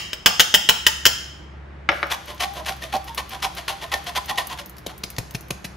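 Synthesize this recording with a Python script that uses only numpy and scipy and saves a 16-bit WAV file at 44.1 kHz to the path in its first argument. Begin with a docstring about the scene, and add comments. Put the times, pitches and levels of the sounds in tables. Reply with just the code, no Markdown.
"""A small ceramic dish taps the rim of a steel flour sifter: ringing modes, a noise crack and a dull thud.
The can knocks on a glass bowl; wires sweep the mesh as dense clicks that hiss and drive hollow notes;
thin steel ticks, flour trickles, and a palm slaps the can with a sinking thump and a rattle of wires.
Place: a hard-walled kitchen with broad noise and a low wavering hum. Distance: close.
Microphone: two ports, softly overloading on loud taps, with echoes made of decaying noise."""
import sys
import numpy as np
from scipy import signal
from scipy.fft import rfft, irfft, next_fast_len
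from scipy.io import wavfile

SR = 44100
rng = np.random.default_rng(int(sys.argv[2]) if len(sys.argv) > 2 else 0)


def to_wav(s):
    """Save 16-bit WAV."""
    ch = np.atleast_2d(s).T  # columns
    pcm = np.round(np.clip(ch, -1, 1) * 32767)  # PCM
    wavfile.write(sys.argv[1], SR, pcm.astype(np.int16))


N = 254016
LEAD = 4410   # samples computed ahead of the start, so that earlier sound can ring into it
M = next_fast_len(N + LEAD)
TIME = (np.arange(M) - LEAD) / SR


def amp(db):
    """Decibels to a linear factor."""
    return 10 ** (np.asarray(db) / 20)


def rms_one(x):
    """Scales x to rms 1."""
    return x / np.sqrt(np.mean(x ** 2) + 1e-20)


def peak_one(x):
    """Scales x to peak 1."""
    return x / np.abs(x).max()


def at_hz(points, hz):
    """Reads a (Hz, value) curve along log frequency."""
    points = np.array(points)
    return np.interp(np.log(hz + 1), np.log(points[:, 0] + 1), points[:, 1])


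def coloured(x, spectrum):
    """Gives white x a spectrum; rms 1."""
    hz = np.fft.rfftfreq(x.shape[-1], 1 / SR)
    return rms_one(irfft(rfft(x) * amp(at_hz(spectrum, hz)), x.shape[-1]))


def clicks(times, sizes):
    """Single-sample impulses at the given seconds."""
    out = np.full(M, 1e-18)   # a trace above zero keeps the filters fast
    np.add.at(out, np.round(np.asarray(times) * SR).astype(int) + LEAD, sizes)
    return out


def ring(x, hz, t60):
    """A damped resonance: a unit click sets a sine of height 1 ringing."""
    radius, w = amp(-60 / (t60 * SR)), 2 * np.pi * hz / SR
    return signal.lfilter([0, np.sin(w)], [1, -2 * radius * np.cos(w), radius ** 2], x)


def dying(times, levels_db, t60):
    """An envelope that jumps at each time and falls 60 dB in t60."""
    return signal.lfilter([1], [1, -amp(-60 / (t60 * SR))], clicks(times, amp(levels_db)))


def struck(times, levels_db, modes, spread_db):
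    """Every blow strikes every mode with a random strength of its own."""
    draw = rng.standard_normal((len(times), len(modes)))
    total = 0
    for k, (hz, db, t60) in enumerate(modes):
        blows = clicks(times, amp(levels_db + db + spread_db * draw[:, k]))
        total = total + ring(blows, hz, t60)
    return total


def grit(per_s, spread_db):
    """Random clicks of uneven size and either sign; rms 1."""
    sizes = amp(spread_db * np.minimum(rng.exponential(1, M), 4)) * rng.choice([-1, 1], M)
    return rms_one(sizes * (rng.random(M) < per_s / SR))


def lumps(per_s, depth_db):
    """A gain that wanders between random levels, drawn at the given rate."""
    knots = rng.standard_normal(int(M / SR * 400))
    place = np.arange(M) / SR * min(per_s, 390)
    return amp(depth_db * np.interp(place, np.arange(len(knots)), knots))


# Dish on rim, close to the ports, one row a touch of a bouncing tap. 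Each row: start in seconds, level in dB,
# extra on the modes under 2.4 kHz in dB, extra on those from 4.5 kHz up in dB.
TAP_TOUCHES = [(-.045, -1, -9, -2), (0.132, -18, 8, 4), (0.2601, 3, 5, -1), (0.2644, -4, -2, 0),
               (0.271, -13.5, 2, -0.5), (0.3963, 0, 1.5, -4), (0.402, 1, -23, -4.5), (0.406, -4.5, 1.5, -1),
               (.541, -3, 9, -1), (.546, 1.5, -1.5, -1), (0.6896, -0.5, 9, -5.5), (.694, 0, -18, -1),
               (.866, 2, 3.5, -3.5), (0.869, -6, -5, -2.5), (.884, -20, 10, 2), (1.054, 3, -7, -1.5),
               (1.061, -10, 7, 7), (1.064, 1, -17.5, 4.5)]
# Dish and rim ringing together. Each row: frequency in Hz, relative level in dB, t60 in seconds.
DISH_MODES = [(622, -18.5, 0.055), (875, -19, 0.12), (1410, -22, 0.059), (1644, -15.5, 0.057),
              (2007, -6, 0.021), (2890, -4, 0.03), (2710, -21, 0.028), (2974, -2, 0.047), (3075, -7, .03),
              (3085, 5, 0.033), (3166, 5, 0.045), (3130, -8, 0.027), (3400, -14, 0.03), (3880, -20, .03),
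              (4660, -8, 0.023), (4940, -13.5, .03), (5120, 2.5, 0.026), (5135, -30, .15), (5160, -26, .12),
              (5208, -24, .15), (5250, -18, .2), (5300, -28, .1), (5920, -12.5, 0.027), (6457, -9.5, 0.041),
              (7080, -19.5, 0.025), (7260, -10.5, 0.0062), (10050, -30, 0.071), (15700, -4.5, 0.024)]
# Colour of the crack. Each row: frequency in Hz, relative level in dB per Hz.
TAP_CRACK_COLOUR = [(60, -45), (300, -24), (800, -25.5), (1600, -4.5), (2400, -11), (3100, -2.5),
                    (4000, -10.5), (6500, -11.5), (10000, -15), (13000, -22.5), (15000, -16)]
# parts of a tap against its level, dB
TAP_CRACK_DB, TAP_RING_DB, TAP_TOP_DB, THUD_DB, THUD_HIGH_DB = -2.5, -13, -10.5, -29.5, -21
DISH_FLUTTER_DB = 2   # flour and grip keep shaking the ring


def taps():
    """Modes, a broad crack and a dull thud of the can; where the dish lands tips the balance of its modes."""
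    s, level_db, low_db, top_db = np.transpose(TAP_TOUCHES)
    crack = coloured(rng.standard_normal(M), TAP_CRACK_COLOUR)
    crack = crack * dying(s, level_db + TAP_CRACK_DB, t60=0.022)
    thud = ring(clicks(s, amp(level_db + THUD_DB)), 150, 0.032)
    thud = thud + ring(clicks(s, amp(level_db + THUD_HIGH_DB)), 489, 0.031)
    low_modes = [m for m in DISH_MODES if m[0] < 2400]
    main_modes = [m for m in DISH_MODES if 2400 <= m[0] < 4500]
    top_modes = [m for m in DISH_MODES if m[0] >= 4500]
    low = struck(s, level_db + TAP_RING_DB + low_db, low_modes, spread_db=2.5)
    main = struck(s, level_db + TAP_RING_DB, main_modes, spread_db=2.0)
    top = struck(s, level_db + TAP_TOP_DB + top_db, top_modes, spread_db=2.5)
    return low + (main + top) * lumps(120, DISH_FLUTTER_DB) + crack + thud


# Can on glass bowl. Each row: start in seconds, level in dB, crisp edge in dB.
BOWL_KNOCKS = [(1.889, -3.5, -20), (1.918, -22, -22), (2.0286, -11.5, -11.5)]
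# Glass bowl and can wall. Each row: frequency in Hz, relative level in dB, t60 in seconds.
BOWL_MODES = [(330, -10, .07), (470, -16, .04), (996, -19, .05), (1093, -15, .06), (1389, -6, .025),
              (1642, -4, .02), (1841, -8, .025), (2000, 8, .005), (2186, -6, .012), (2800, 1, .005),
              (2955, -8, .02), (3865, -10, .015), (5426, -29, .22), (5500, -33, .12)]
# Colour of the blunt contact. Each row: frequency in Hz, relative level in dB per Hz.
KNOCK_COLOUR = [(50, -54), (150, -14), (400, -12), (1000, -2.5), (2000, -0.5), (3500, -15), (6000, -31),
                (14000, -58)]
# Colour of the can juddering on the glass. Each row: frequency in Hz, relative level in dB per Hz.
SKID_COLOUR = [(100, -30), (300, -5), (550, 8), (1000, -12), (1600, 8.5), (2200, -10), (3000, -4),
               (4500, -25), (9000, -44), (14000, -52)]
KNOCK_CRACK_DB, KNOCK_RING_DB, SKID_DB = -2.5, -5.5, -22.5   # against the level of the knock
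KNOCK_CRACK_T60_S, SKID_T60_S = 0.034, 0.37


def knocks():
    """Steel against thick glass: a blunt contact, dull, with thin long rings and a judder after it."""
    s, level_db, edge_db = np.transpose(BOWL_KNOCKS)
    edge = ring(clicks(s + 0.0008, amp(edge_db)), 2350, 0.007)
    crack = coloured(rng.standard_normal(M), KNOCK_COLOUR)
    crack = crack * dying(s + 0.00096, level_db + KNOCK_CRACK_DB, KNOCK_CRACK_T60_S)
    rings = struck(s + .0006, level_db + KNOCK_RING_DB, BOWL_MODES, spread_db=2.0)
    swell = np.minimum(1, 1.02 - dying(s + .0006, 0 * s, t60=.0025))   # the blow takes a moment to build
    skid = coloured(grit(1500, spread_db=2.0), SKID_COLOUR)
    skid = skid * dying(s + 0.0029, level_db + SKID_DB, SKID_T60_S)
    return rings * swell + crack + skid + edge


# Wires sweeping the mesh, hard as the trigger is squeezed, softer as it is let go. Each row: start in seconds,
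# level in dB, swell in seconds, length in seconds, air in the can in Hz, its level in dB, wall note in dB.
SWEEPS = [(2.098, -23.5, 0.036, 0.028, 800, -51, -32), (2.267, -37, 0.024, 0.054, 600, -32.5, -27.5),
          (2.394, -25, 0.012, 0.041, 749, -24.5, -50), (2.544, -33.5, 0.028, 0.05, 635, -29.5, -29),
          (2.6563, -28.5, .01, 0.053, 778, -23, -48), (2.808, -33, 0.02, 0.043, 652, -33, -37),
          (2.921, -28, 0.0062, 0.03, 787.5, -17.5, -55), (3.065, -35.5, 0.015, 0.019, 921, -30.5, -50),
          (3.173, -18, 0.0068, 0.0046, 850, -37, -19.5), (3.305, -35.5, 0.019, 0.05, 785, -32, -33.5),
          (3.4205, -22.5, 0.01, 0.028, 792, -19.5, -26.5), (3.564, -32.5, 0.015, 0.029, 650, -30.5, -46),
          (3.678, -24, 0.0094, 0.027, 786, -24, -34), (3.811, -31, 0.009, 0.028, 672, -30.5, -33),
          (3.915, -21.5, 0.0066, 0.023, 807, -20, -39), (4.062, -31.5, 0.0091, 0.027, 697, -28, -29),
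          (4.149, -15, 0.014, 0.0093, 848, -19, -16), (4.278, -27.5, 0.0094, 0.027, 838, -22.5, -26),
          (4.373, -16, 0.013, 0.015, 900, -39, -26), (4.493, -32, 0.016, 0.042, 753, -42, -28.5),
          (4.573, -30, 0.017, 0.019, 573, -42, -44), (4.871, -40, 0.012, 0.031, 756, -41, -51)]
# Colour of wires or flour on the mesh. Each row: frequency in Hz, relative level in dB per Hz.
MESH_COLOUR = [(150, -56.5), (400, -18), (650, -9), (1000, -6.5), (1400, -7), (2500, -8), (3400, -4),
               (3700, -9.5), (4400, -10), (5600, -15.5), (6600, -16.5), (8000, -15), (11000, -19),
               (15500, -30.5)]
# Steel can under the wires. Each row: frequency in Hz, level in dB, t60 in seconds.
CAN_MODES = [(802, -45.5, 0.28), (867, -46, 0.12), (1150, -41, 0.032), (1804, -38, 0.042),
             (2510, -46, 0.0092), (3270, -65, .02), (3400, -61.5, 0.016), (3810, -69, 0.023),
             (4490, -46, 0.037), (5020, -53, 0.029)]
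STROKE_T60_S, STROKE_SAG_DB_PER_S = 0.1, 82   # fall after the length; sag added after the swell
SWELL_DB, CATCH_S = 12.5, 0.0025   # a stroke catches, then swells this much
NOTE_ROUGH_DB = -20   # wire clicks driving the notes, against the shove of the stroke
NOTE_LAG_S, NOTE_SWELL_S = 0.00804, 0.0078   # the hollow notes build a little after the hiss
WALL_HZ, WALL_T60_S, AIR_T60_S = 1003, .065, .1
NOTE_FLUTTER_DB = 3   # flour, wires and grip keep shaking the rings


def strokes():
    """Dense wire clicks under each stroke hiss on the mesh; the shove rings the can wall and the air inside it."""
    wires = grit(5000, spread_db=3.5) * lumps(170, depth_db=4.0)   # the wires catch in clumps
    push, notes, lag = np.full(M, 1e-18), np.zeros(M), round(NOTE_LAG_S * SR)
    for s, level_db, swell, length, air_hz, air_db, wall_db in SWEEPS:
        part = slice(round(s * SR) + LEAD, round((s + .3) * SR) + LEAD)
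        t = TIME[part] - TIME[part.start]
        fall_db = -60 * np.clip(t - length, 0, 1) / STROKE_T60_S
        fall_db = fall_db - STROKE_SAG_DB_PER_S * np.clip(t - swell, 0, 1)
        rise_db = -SWELL_DB * np.clip(1 - t / max(swell, .001), 0, 1)
        shape = np.clip(t / CATCH_S, 0, 1) * amp(fall_db + rise_db)
        push[part] += amp(level_db) * shape
        shove = (t == 0) + amp(NOTE_ROUGH_DB) * wires[part] * shape + 1e-18
        air_note = amp(air_db) * peak_one(ring(shove, air_hz, AIR_T60_S))
        wall_note = amp(wall_db) * peak_one(ring(shove, WALL_HZ, WALL_T60_S))
        late = slice(part.start + lag, part.stop + lag)
        notes[late] += (air_note + wall_note) * np.clip(t / NOTE_SWELL_S, 0, 1)
    wall = 0
    for k, (hz, db, t60) in enumerate(CAN_MODES):
        drive = wires * push * lumps(11, depth_db=9.5)
        wall = wall + (-1) ** k * amp(db) * ring(drive, hz, t60)
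    hiss = coloured(wires, MESH_COLOUR) * push + wall
    return hiss, notes * lumps(70, NOTE_FLUTTER_DB)


# Trigger spring and wires ticking, the clearest. Each row: start in seconds, bright part in dB, lower part in dB.
CLEAR_TICKS = [(2.0835, -58, -55), (2.142, -33, -33), (2.379, -50, -40), (2.648, -52, -37),
               (2.899, -55, -43), (3.4025, -56, -42), (3.5508, -33, -41), (3.6614, -53, -50),
               (3.898, -52, -44), (4.1356, -54, -44), (4.358, -49, -35), (5.4837, -40, -49),
               (2.258, -38, -58), (2.537, -35, -41), (2.9655, -37, -29), (3.043, -32, -55),
               (3.1471, -29, -40), (3.2938, -32.5, -38), (4.2587, -29, -50), (4.471, -25, -52),
               (4.66, -31, -61), (4.696, -32.5, -67), (4.783, -32.5, -42.5), (4.9797, -34, -63),
               (5.103, -29.5, -42), (5.165, -50, -36.5), (5.309, -35, -39.5), (5.4086, -34.5, -61)]
# the rest fall at random from this second on; each part is 0 to 10 dB above its floor
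FAINT_TICKS, HANDLED_FROM_S, FAINT_BRIGHT_DB, FAINT_LOW_DB = 10, 1.7, -47, -53.5


def ticks():
    """Short bright contacts of thin steel: two dying bands of noise."""
    when, bright, dull = rng.random((FAINT_TICKS, 3)).T
    faint_s = HANDLED_FROM_S + when * (N / SR - HANDLED_FROM_S)
    faint = [faint_s, FAINT_BRIGHT_DB + 10 * bright, FAINT_LOW_DB + 10 * dull]
    s, high_db, low_db = np.hstack([np.transpose(CLEAR_TICKS), faint])
    high_pass = signal.butter(2, 7000, "high", fs=SR, output="sos")
    low_band = signal.butter(2, [1800, 6500], "band", fs=SR, output="sos")
    high = rms_one(signal.sosfilt(high_pass, rng.standard_normal(M)))
    low = rms_one(signal.sosfilt(low_band, rng.standard_normal(M)))
    return high * dying(s, high_db, t60=0.016) + low * dying(s, low_db, t60=0.027)


# Palm on the can. Each row: start in seconds, level in dB, thump in dB, thump in Hz, wall note in Hz,
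# contact in seconds, cupped air in dB.
PALM_SLAPS = [(4.862, -28, -27, 161.6, 3970, 0.0069, -30), (5.034, -23.5, -32.5, 109.4, 5390, 0.006, -33),
              (5.1818, -19.5, -18.5, 97, 2620, 0.0042, -15.5),
              (5.346, -25.5, -26, 100.1, 2510, 0.0077, -22), (5.504, -20.5, -21, 110.4, 2830, 0.005, -21),
              (5.642, -29.5, -35, 129.8, 2990, 0.013, -25)]
# Colour of the jolted wires. Each row: frequency in Hz, relative level in dB per Hz.
SLAP_COLOUR = [(50, -26), (150, 8), (300, -8.5), (600, -9), (1200, -16), (2600, -5.5), (4000, -7),
               (7000, -11.5), (11000, -13.5), (15500, -27)]
# Air cupped under the palm. Each row: frequency in Hz, relative level in dB, t60 in seconds.
CUPPED_AIR = [(294.7, -2, 0.026), (458, -5, 0.022), (630, -15, 0.014)]
WALL_NOTE_DB, RATTLE_DB = -27, -30   # against the level of the slap
THUMP_LAG_S, THUMP_T60_S = 0.001895, 0.065   # the palm's thump trails its contact
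# its pitch starts raised by this multiple of itself and sinks as the palm flattens
THUMP_RAISE, THUMP_SINK_S = 4.16, 0.0035


def slaps():
    """A soft thump, cupped air, a short note of the damped wall, a jolt of the loose wires, then their rattle."""
    wires, push, body = grit(6000, spread_db=1.5), np.zeros(M), np.zeros(M)
    for s, level_db, thump_db, thump_hz, note_hz, contact, cup_db in PALM_SLAPS:
        since = TIME - s
        jolt = np.clip(since / 0.0044, 0, 1) * amp(-60 * np.clip(since - contact, 0, 1) / 0.013)
        rattle = dying([s + 0.015], [level_db + RATTLE_DB], t60=0.44)
        push += amp(level_db) * jolt + rattle
        late = np.clip(since - THUMP_LAG_S, 0, .3)
        sunk = THUMP_RAISE * THUMP_SINK_S * (1 - np.exp(-late / THUMP_SINK_S))
        thump = np.sin(2 * np.pi * thump_hz * (late + sunk)) * (late < .3)
        body += amp(thump_db - 60 * late / THUMP_T60_S) * thump
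        body += struck([s + 0.00295], cup_db, CUPPED_AIR, spread_db=-0.5)
        body += amp(level_db + WALL_NOTE_DB) * ring(wires * jolt + 1e-18, note_hz, .007)
    return body + coloured(wires, SLAP_COLOUR) * push


# Flour trickling through the mesh. Each row: time in seconds, level in dB.
FLOUR_FLOW = [(1.9, -56), (1.94, -42), (2.06, -52.5), (3.3, -51), (4.45, -48), (4.68, -66), (5.04, -58),
              (5.76, -83)]


def trickle():
    """A thin hiss of dense random clicks while flour runs."""
    s, db = np.transpose(FLOUR_FLOW)
    level = amp(np.interp(TIME, s, db, left=-120))
    return level * coloured(grit(11000, spread_db=-1.0), MESH_COLOUR)


def alike_pair(likeness, size):
    """Spectra of two white noises with the given likeness."""
    hz = np.fft.rfftfreq(size, 1 / SR)
    mid, side = rfft(rng.standard_normal((2, size)))
    c = np.clip(at_hz(likeness, hz), 0, .99)
    return np.sqrt(1 + c) * mid + np.sqrt(1 - c) * side * [[1], [-1]]


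# Likeness of the echoes at the two ports. Each row: frequency in Hz, likeness as a share.
ECHO_LIKENESS = [(150, 0.83), (700, 0.1), (1500, 0.067), (3000, 0.27), (6000, 0.54), (9000, 1),
                 (13000, 0.084)]
# Counter, tiles and bowl close by. Each row: frequency in Hz, relative level in dB.
CLOSE_SURFACES = [(100, -2.5), (200, -6), (400, 6), (800, 6), (1600, 4), (3200, 9), (6400, 3), (12800, 15)]
# Colour of the kitchen's tail. Each row: frequency in Hz, relative level in dB.
TAIL_COLOUR = [(100, -2), (200, 3), (400, -10), (800, 9), (1600, -4), (3200, -7), (6400, -2.5), (12800, -4)]
# Decay of the kitchen's tail. Each row: frequency in Hz, t60 in seconds.
TAIL_T60 = [(150, 0.28), (600, 0.2), (2000, 0.78), (5000, 0.67), (12000, 0.44)]
ROOM_DB = -3.5   # energy of the echo pattern


def kitchen():
    """Echo pattern at the two ports: a short burst from surfaces close by, then a tail that dies band by band."""
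    size = SR   # one second
    noise, hz = alike_pair(ECHO_LIKENESS, size), np.fft.rfftfreq(size, 1 / SR)
    t, echo = np.arange(size) / SR, 0
    for centre in 100 * 2. ** np.arange(8):   # octave bands, Hz
        share = np.clip(1 - np.abs(np.log2((hz + 1) / centre)), 0, 1)
        early = amp(at_hz(CLOSE_SURFACES, centre) - 60 * t / 0.053)
        tail = amp(at_hz(TAIL_COLOUR, centre) - 60 * t / at_hz(TAIL_T60, centre))
        echo = echo + irfft(noise * share, size) * (early + tail)
    echo = echo * np.clip(t / 0.0025, 0, 1)
    return amp(ROOM_DB) * echo / np.sqrt(np.sum(echo ** 2) / 2)


def ports(near, echo, gaps, pan_db):
    """Direct sound plus echoes; the ports hear the treble with a phase gap that grows with pitch."""
    direct = near * amp([[pan_db / 2], [-pan_db / 2]])
    pair = direct + signal.fftconvolve(near[None], echo, axes=1)[:, :M]
    gap = at_hz(gaps, np.fft.rfftfreq(M, 1 / SR))
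    return irfft(rfft(pair) * np.exp(1j * gap * [[0], [-1]]), M)


# The low hum. Each row: time in seconds, pitch in Hz, level of its fundamental in dB rms before it wavers.
HUM_COURSE = [(0, 68.1, -50), (.6, 69.1, -59), (.9, 68.8, -42.5), (1.861, 70.05, -40.5),
              (2.15, 69.1, -46.5), (2.35, 65.4, -46.5), (2.7, 65.65, -41.5), (3.4, 65.4, -44),
              (3.8, 64, -51), (3.95, 69.6, -43.5), (4.44, 65, -49.5), (5.76, 64.5, -46)]
# Kitchen background. Each row: frequency in Hz, relative level in dB per Hz.
AIR_COLOUR = [(15, -62.5), (25, -50), (50, -8), (74, -8.5), (98, -13.5), (178, -11.5), (269, -23),
              (314, -14), (451, -22), (555, -21), (1870, -25), (12000, -67.5), (15600, -114), (22000, -120)]
# Its likeness at the two ports. Each row: frequency in Hz, left-right likeness.
AIR_PAIR_LIKENESS = [(60, 0.97), (180, 0.86), (550, 0.15), (1650, 0.27), (4970, 0.42), (15000, 0.057)]
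AIR_DB = -43.5   # rms


def background():
    """Broad room noise and a low hum that wavers, with a weak octave."""
    s, hz, db = np.transpose(HUM_COURSE)
    turn = 2 * np.pi * np.cumsum(np.interp(TIME, s, hz)) / SR
    level = np.sqrt(2) * amp(np.interp(TIME, s, db)) * lumps(21, depth_db=0.5)
    hum = level * (np.sin(turn) + amp(-11.0) * np.sin(2 * turn))
    air = coloured(irfft(alike_pair(AIR_PAIR_LIKENESS, M), M), AIR_COLOUR)
    return amp(AIR_DB) * air + hum


# Phase gap between the ports for the dish above the rim. Each row: frequency in Hz, left's lead in radians.
DISH_PHASE_GAP = [(0, 0), (7000, -.3), (8100, -3.1), (10000, -3.3), (11300, -4.8), (11900, -6.2),
                  (14100, -6.5), (15400, -8)]
# The same for the can. Each row: frequency in Hz, left's lead in radians.
CAN_PHASE_GAP = [(0, 0), (6100, 0), (6800, -1), (7500, -3.1), (9500, -3.4), (10300, -4.4), (11300, -6.1),
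                 (13700, -6.4), (14500, -8.6), (15400, -9.4)]
NOTE_ROOM_DB = -8   # the hollow notes reach the walls less than the hiss
SWAY_PER_S = 2.3   # the can moves in the hand and meets other echoes


def scene():
    """Sets every source before the two ports in the kitchen; the can sways between two echo patterns."""
    echo, other = kitchen(), kitchen()
    hiss, notes = strokes()
    can = hiss + ticks() + trickle() + slaps()
    sway = np.pi * SWAY_PER_S * TIME
    heard = ports(taps(), echo, DISH_PHASE_GAP, pan_db=3.5)
    heard = heard + ports(can * np.abs(np.cos(sway)), echo, CAN_PHASE_GAP, pan_db=1.4)
    heard = heard + ports(can * np.abs(np.sin(sway)), other, CAN_PHASE_GAP, pan_db=1.5)
    heard = heard + ports(notes, amp(NOTE_ROOM_DB) * other, CAN_PHASE_GAP, pan_db=-3.5)
    heard = heard + ports(knocks(), other, CAN_PHASE_GAP, pan_db=3.3)
    return (heard + background())[:, LEAD:LEAD + N]


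def record(dry):
    """Loud taps hit a soft ceiling; rumble and the top are cut."""
    held = dry / (1 + np.abs(dry / .95) ** 6) ** (1 / 6)
    rumble_cut = signal.butter(4, 33, "high", fs=SR, output="sos")
    top_cut = signal.ellip(10, .5, 60, 15700, fs=SR, output="sos")
    held = signal.sosfilt(rumble_cut, held)
    return np.clip(signal.sosfilt(top_cut, held), -1, 1)


dry = scene()
out = record(dry)
to_wav(out)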